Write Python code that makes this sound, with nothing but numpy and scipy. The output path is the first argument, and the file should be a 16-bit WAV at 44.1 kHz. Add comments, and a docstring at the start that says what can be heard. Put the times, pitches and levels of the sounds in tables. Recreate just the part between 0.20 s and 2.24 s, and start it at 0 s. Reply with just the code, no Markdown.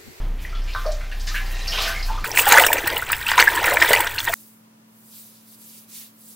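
"""Wringing a cloth over a steel tub.

A wet cloth is wrung out by hand over the water in a washing machine's tub. The cloth fizzes,
drops splat, bubbles plop, a thin stream runs, then a gush falls in; the tub rings with it.
Under the water sounds, a deep machine hum swells and sinks in a small room."""
import sys
import numpy as np
from scipy import signal
from scipy.fft import rfft, irfft
from scipy.io import wavfile
from scipy.ndimage import uniform_filter1d

SR = 44100
rng = np.random.default_rng(int(sys.argv[2]) if len(sys.argv) > 2 else 0)


def bounce(signal):
    """Save signal as a 16-bit WAV file at the path given by the first command-line argument."""
    frames = np.transpose(np.atleast_2d(signal))
    limited = np.clip(frames, -1, 1)
    pcm = np.round(limited * 32767).astype(np.int16)
    wavfile.write(sys.argv[1], SR, pcm)


N = 90008

# hum fundamental (time [s], level [dB])
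HUM_LEVEL = [(0, -23.5), (.11, -22), (.25, -33.5), (.40, -21), (.56, -29), (.70, -22.5), (.89, -29),
             (1.0, -25), (1.35, -24.5), (1.73, -31), (1.89, -21), (2.04, -28)]
# hum overtones (frequency [Hz], level [dB])
HUM_PARTIALS = [(59.3, -47.5), (63.2, -45.5), (89.2, -51.5)]
# room rumble (time [s], level [dB])
RUMBLE_LEVEL = [(0, -35.5), (.2, -42), (.85, -45.5), (1.4, -41)]
# room rumble (frequency [Hz], gain [dB])
RUMBLE_SPECTRUM = [(20, -0.5), (110, -1), (180, -9), (3000, -26.5), (9000, -47.5)]
# running water (time [s], level [dB])
TRICKLE_LEVEL = [(0, -57.5), (.15, -64), (.24, -51), (.60, -43.5), (.885, -49.5), (1.15, -43), (1.66, -36),
                 (2.04, -47)]
# running water (frequency [Hz], gain [dB])
TRICKLE_SPECTRUM = [(250, -12), (500, -5), (1150, -5), (2000, -1), (5500, -4.5), (8000, -13.5),
                    (16000, -31)]
# fine spray (time [s], level [dB])
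SPRAY_LEVEL = [(.43, -58), (.60, -46.5), (.87, -56.5), (1.15, -44), (1.41, -52.5), (1.52, -37.5),
               (2.04, -54.5)]
# fine spray (frequency [Hz], gain [dB])
SPRAY_SPECTRUM = [(1500, -42), (6000, -3.5), (8800, -8), (12000, -3)]
# spurts of fizz (peak time [s], level [dB])
SPRAY_SPURTS = [(.228, -44), (1.154, -37.5), (1.317, -40.5), (1.623, -31.5), (1.682, -31), (1.87, -39.5)]
# water landing (time [s], centre [Hz], spread [octaves], level [dB], fade [s])
SPLAT_EVENTS = [(.184, 2400, 0.56, -45.5, 0.15), (.350, 3020, 0.54, -41.5, 0.012),
                (.476, 2700, .45, -39, 0.023), (.520, 3900, 0.24, -41.5, 0.043),
                (.648, 1246, 0.37, -34.5, 0.0055), (0.663, 4600, 0.34, -39.5, .0042),
                (.719, 5260, 0.56, -39.5, 0.0029), (.808, 1734, 0.48, -40.5, 0.011),
                (0.915, 2320, 0.77, -37.5, 0.015), (0.996, 4730, 0.63, -40.5, 0.023),
                (1.069, 4430, 0.55, -31, 0.03), (1.075, 1810, 0.28, -36, 0.0093),
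                (1.148, 2400, 0.49, -29.5, 0.017), (1.475, 5040, .24, -27, 0.021),
                (1.521, 3130, 0.36, -27.5, 0.11), (1.575, 2500, 0.28, -29, 0.0087),
                (1.610, 4400, 0.46, -27.5, 0.036), (1.826, 4620, 0.24, -33, 0.0096),
                (1.884, 1160, 0.52, -33.5, 0.0097)]
# single bubbles (time [s], pitch [Hz], level [dB], T60 [s])
BUBBLE_EVENTS = [(.25, 1960, -35.5, 0.017), (0.326, 1332, -40.5, 0.058), (.550, 1344, -27.5, 0.0085),
                 (.648, 683, -36, 0.066), (.657, 605.4, -24, 0.074), (0.816, 1512, -46, 0.037),
                 (1.109, 1280, -40, .035), (.922, 1750, -39, 0.017), (1.144, 1690, -27, 0.023),
                 (1.163, 2780, -35, 0.032), (1.530, 3030, -35, 0.022), (1.583, 1134, -29.5, 0.0072),
                 (1.588, 3570, -29, 0.0061), (1.639, 2480, -35.5, 0.027), (1.676, 1510, -28.5, 0.016),
                 (1.685, 1660, -31, 0.013), (1.701, 1580, -35.5, 0.0072), (1.726, 1730, -34, 0.0073),
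                 (1.749, 2135, -32.5, 0.045), (1.766, 2185, -34.5, 0.018), (1.893, 863, -28, 0.12),
                 (1.942, 1035, -36.5, 0.017), (1.978, 1220, -31.5, 0.046)]
# tub modes struck by a heavy drop (frequency [Hz], gain [dB])
PLUNK_PARTIALS = [(1044, 5), (1174, 7), (1534, 1)]
# bands the stream excites (centre [Hz], half-width [Hz], level [dB])
STREAM_RESONANCES = [(1878, 44, -44), (2700, 260, -44), (3940, 110, -47.5)]
# gush (frequency [Hz], gain [dB])
GUSH_SPECTRUM = [(200, -8), (600, -1), (850, -2.5), (2500, 0.5), (5500, -2), (8500, -35)]
# tub air modes (frequency [Hz], gain [dB])
AIR_MODES = [(608, -8.5), (668, -7), (787, -6.5), (1007, -6.5), (1198, -5), (1533, -6.5), (1692, -15.5)]
# decay of tub wall reflections (frequency [Hz], T60 [s])
WALL_DECAY = [(2500, 0.25), (15000, 0.053)]
# stereo side signal (frequency [Hz], gain [dB])
SIDE_SPECTRUM = [(900, -28), (9000, -18)]

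TRICKLE_DROPS = dict(rate_per_s=2600, spread_db=3.9, ring_cycles=3.54)
BUBBLE_RISE_PER_S = 1.38


def amp(db):
    """Decibels to gain."""
    return 10 ** (np.asarray(db) / 20)


def unit(x):
    """Scale to rms 1."""
    return x / np.sqrt(np.mean(x ** 2) + 1e-20)


def decay(t, t60_s):
    """Envelope falling 60 dB in t60_s."""
    return amp(-60 * t / t60_s)


def read(points, hz):
    """Interpolate over log frequency."""
    f, value = np.transpose(points)
    return np.interp(np.log(hz + 1), np.log(f + 1), value)


def level(points):
    """Gain over time from a dB curve."""
    return amp(np.interp(np.arange(N) / SR, *np.transpose(points)))


def colour(x, spectrum):
    """Filter by a dB spectrum."""
    return irfft(rfft(x) * amp(read(spectrum, np.fft.rfftfreq(len(x), 1 / SR))), len(x))


def add(mix, start_s, sound):
    """Mix a sound in at start_s."""
    part = mix[max(0, round(start_s * SR)):][:len(sound)]
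    part += sound[:len(part)]


def loudest(x, db):
    """Set the rms of the loudest 20 ms."""
    return x * amp(db) / np.sqrt(uniform_filter1d(x ** 2, 880, mode="constant").max() + 1e-20)


def tub(direct_db=-4, modes_db=-12.5, modes_t60_s=0.33, room_db=-8, room_t60_s=1, low_hz=383):
    """Impulse response of one spot: direct sound, wall reflections, air modes, room."""
    size = SR // 2
    t = np.arange(size) / SR
    bins_hz, frames_s, noise = signal.stft(rng.standard_normal(size), SR, nperseg=256)
    damped = noise * decay(frames_s, read(WALL_DECAY, bins_hz)[:, None])
    walls = signal.istft(damped, SR, nperseg=256)[1][:size]
    room = rng.standard_normal(size) * decay(t, room_t60_s)
    modes = sum(amp(db) * unit(np.sin(2 * np.pi * (hz * t + rng.random())) * decay(t, modes_t60_s))
                for hz, db in AIR_MODES)
    echo = (unit(walls) + amp(room_db) * unit(room) + amp(modes_db) * modes) / np.sqrt(size)
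    echo[0] += amp(direct_db)
    # little ring below the first air modes
    return signal.sosfilt(signal.butter(2, low_hz, "high", fs=SR, output="sos"), echo)


def drops(rate_per_s, spread_db, ring_cycles, pitches=28):
    """Patter of tiny droplets and bubbles: rising pings, a few of them loud."""
    t, out = np.arange(SR // 30) / SR, np.zeros(N)
    hits = amp(spread_db * np.minimum(rng.exponential(1, N), 4))
    hits *= rng.random(N) < rate_per_s / SR
    hits *= rng.choice([-1, 1], N)
    pitch_index = rng.integers(0, pitches, N)
    for k, hz in enumerate(np.geomspace(400, 16000, pitches)):
        phase = 2 * np.pi * hz * t * (1 + BUBBLE_RISE_PER_S * t)
        ping = hz * np.sin(phase) * np.exp(-hz * t / ring_cycles)
        out += signal.fftconvolve(hits * (pitch_index == k), ping)[:N]
    return unit(out)


def falling(spectrum, envelope, **patter):
    """Shaped droplet patter heard through the tub."""
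    echo = tub()
    droplets = unit(colour(drops(**patter), spectrum)) * envelope
    return signal.fftconvolve(droplets, echo / np.linalg.norm(echo))[:N]


def hum(fundamental_hz=30.2):
    """Machine hum: a swelling fundamental and weak beating overtones."""
    t = np.arange(N) / SR
    fundamental = level(HUM_LEVEL) * np.sin(2 * np.pi * fundamental_hz * t)
    overtones = sum(amp(db) * np.sin(2 * np.pi * (hz * t + rng.random())) for hz, db in HUM_PARTIALS)
    return np.sqrt(2) * (fundamental + overtones)


def rumble():
    """Low noise of the room."""
    return level(RUMBLE_LEVEL) * unit(colour(rng.standard_normal(N), RUMBLE_SPECTRUM))


def trickle():
    """Droplets run from the cloth into the tub."""
    return falling(TRICKLE_SPECTRUM, level(TRICKLE_LEVEL), **TRICKLE_DROPS)


def spray(rise_s=0.017, fade_s=0.038):
    """Air and water fizz out of the cloth: a dense hiss swelling with each spurt."""
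    t, power = np.arange(N) / SR, level(SPRAY_LEVEL) ** 2
    for peak_s, db in SPRAY_SPURTS:
        spurt = np.exp(-np.maximum((peak_s - t) / rise_s, (t - peak_s) / fade_s))
        power += (amp(db) * spurt) ** 2
    fizz = drops(rate_per_s=18000, spread_db=1.5, ring_cycles=0.63)
    return unit(colour(fizz, SPRAY_SPECTRUM)) * np.sqrt(power)


def splats(spikiness=1.88, attack_s=0.00013):
    """Each blob of water lands as a fading cluster of clicks."""
    t, out = np.arange(SR // 5) / SR, np.zeros(N)
    hz = np.fft.rfftfreq(len(t), 1 / SR) + 1
    for start_s, centre_hz, octaves, db, fade_s in SPLAT_EVENTS:
        noise = rng.standard_normal(len(t))
        clicks = np.sign(noise) * abs(noise) ** spikiness
        band = (1 + (np.log2(hz / centre_hz) / octaves) ** 2 / 2) ** -2
        envelope = np.exp(-t / fade_s) * (1 - np.exp(-t / attack_s))
        burst = irfft(rfft(clicks) * band, len(t)) * envelope
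        add(out, start_s, loudest(signal.fftconvolve(burst, tub()), db))
    return out


def bubbles(attack_cycles=0.66):
    """Each trapped bubble rings briefly, rising in pitch as it nears the surface."""
    t, out = np.arange(SR // 6) / SR, np.zeros(N)
    for start_s, hz, db, t60_s in BUBBLE_EVENTS:
        phase = 2 * np.pi * hz * (t + BUBBLE_RISE_PER_S * t ** 2 / 2)
        ring = np.sin(phase) * decay(t, t60_s) * (1 - np.exp(-t * hz / attack_cycles))
        add(out, start_s, loudest(signal.fftconvolve(ring, tub(direct_db=-2.5)), db))
    return out


def plunk(start_s=0.55, level_db=-29.5, t60_s=0.31):
    """One heavy drop sets the tub ringing."""
    t, out = np.arange(SR) / SR, np.zeros(N)
    ring = sum(amp(db) * np.sin(2 * np.pi * hz * t) for hz, db in PLUNK_PARTIALS)
    add(out, start_s, loudest(ring * decay(t, t60_s), level_db))
    return out


def stream(start_s=1.17, end_s=1.72, ramp_s=0.21):
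    """A thin stream drums on the water and keeps a few resonances sounding."""
    t, hz = np.arange(N) / SR, np.fft.rfftfreq(N, 1 / SR)
    patter = rfft(drops(**TRICKLE_DROPS))
    bands = sum(amp(db) * unit(irfft(patter / (1 + ((hz - centre_hz) / half_width_hz) ** 2), N))
                for centre_hz, half_width_hz, db in STREAM_RESONANCES)
    return bands * np.clip(np.minimum(t - start_s, end_s - t) / ramp_s, 0, 1)


def gush(start_s=1.51, rise_s=0.01, release_s=1.688, fade_s=0.025, level_db=-31):
    """A hard squeeze sends a dense fall of drops into the tub."""
    t = np.arange(N) / SR
    attack = np.clip((t - start_s) / rise_s, 0, 1)
    envelope = amp(level_db) * attack * np.exp(-np.maximum(t - release_s, 0) / fade_s)
    return falling(GUSH_SPECTRUM, envelope, rate_per_s=6000, spread_db=3.9, ring_cycles=2.4)


def scene(left_db=-0.25):
    """Near mono: water a hair to the right, its treble slightly widened by reflections."""
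    water = bubbles() + plunk() + splats() + trickle() + gush() + spray() + stream()
    scatter = rng.standard_normal(SR // 100)
    reflections = signal.fftconvolve(water, scatter / np.linalg.norm(scatter))[:N]
    side = colour(reflections, SIDE_SPECTRUM)
    return np.array([amp(left_db) * water + side, water - side]) + hum() + rumble()


def record(dry):
    """Low-pass at 15.8 kHz."""
    lowpass = signal.firwin(511, 15800, window=("kaiser", 9), fs=SR)
    return signal.oaconvolve(dry, lowpass[None], "same")


dry = scene()
out = record(dry)
bounce(out)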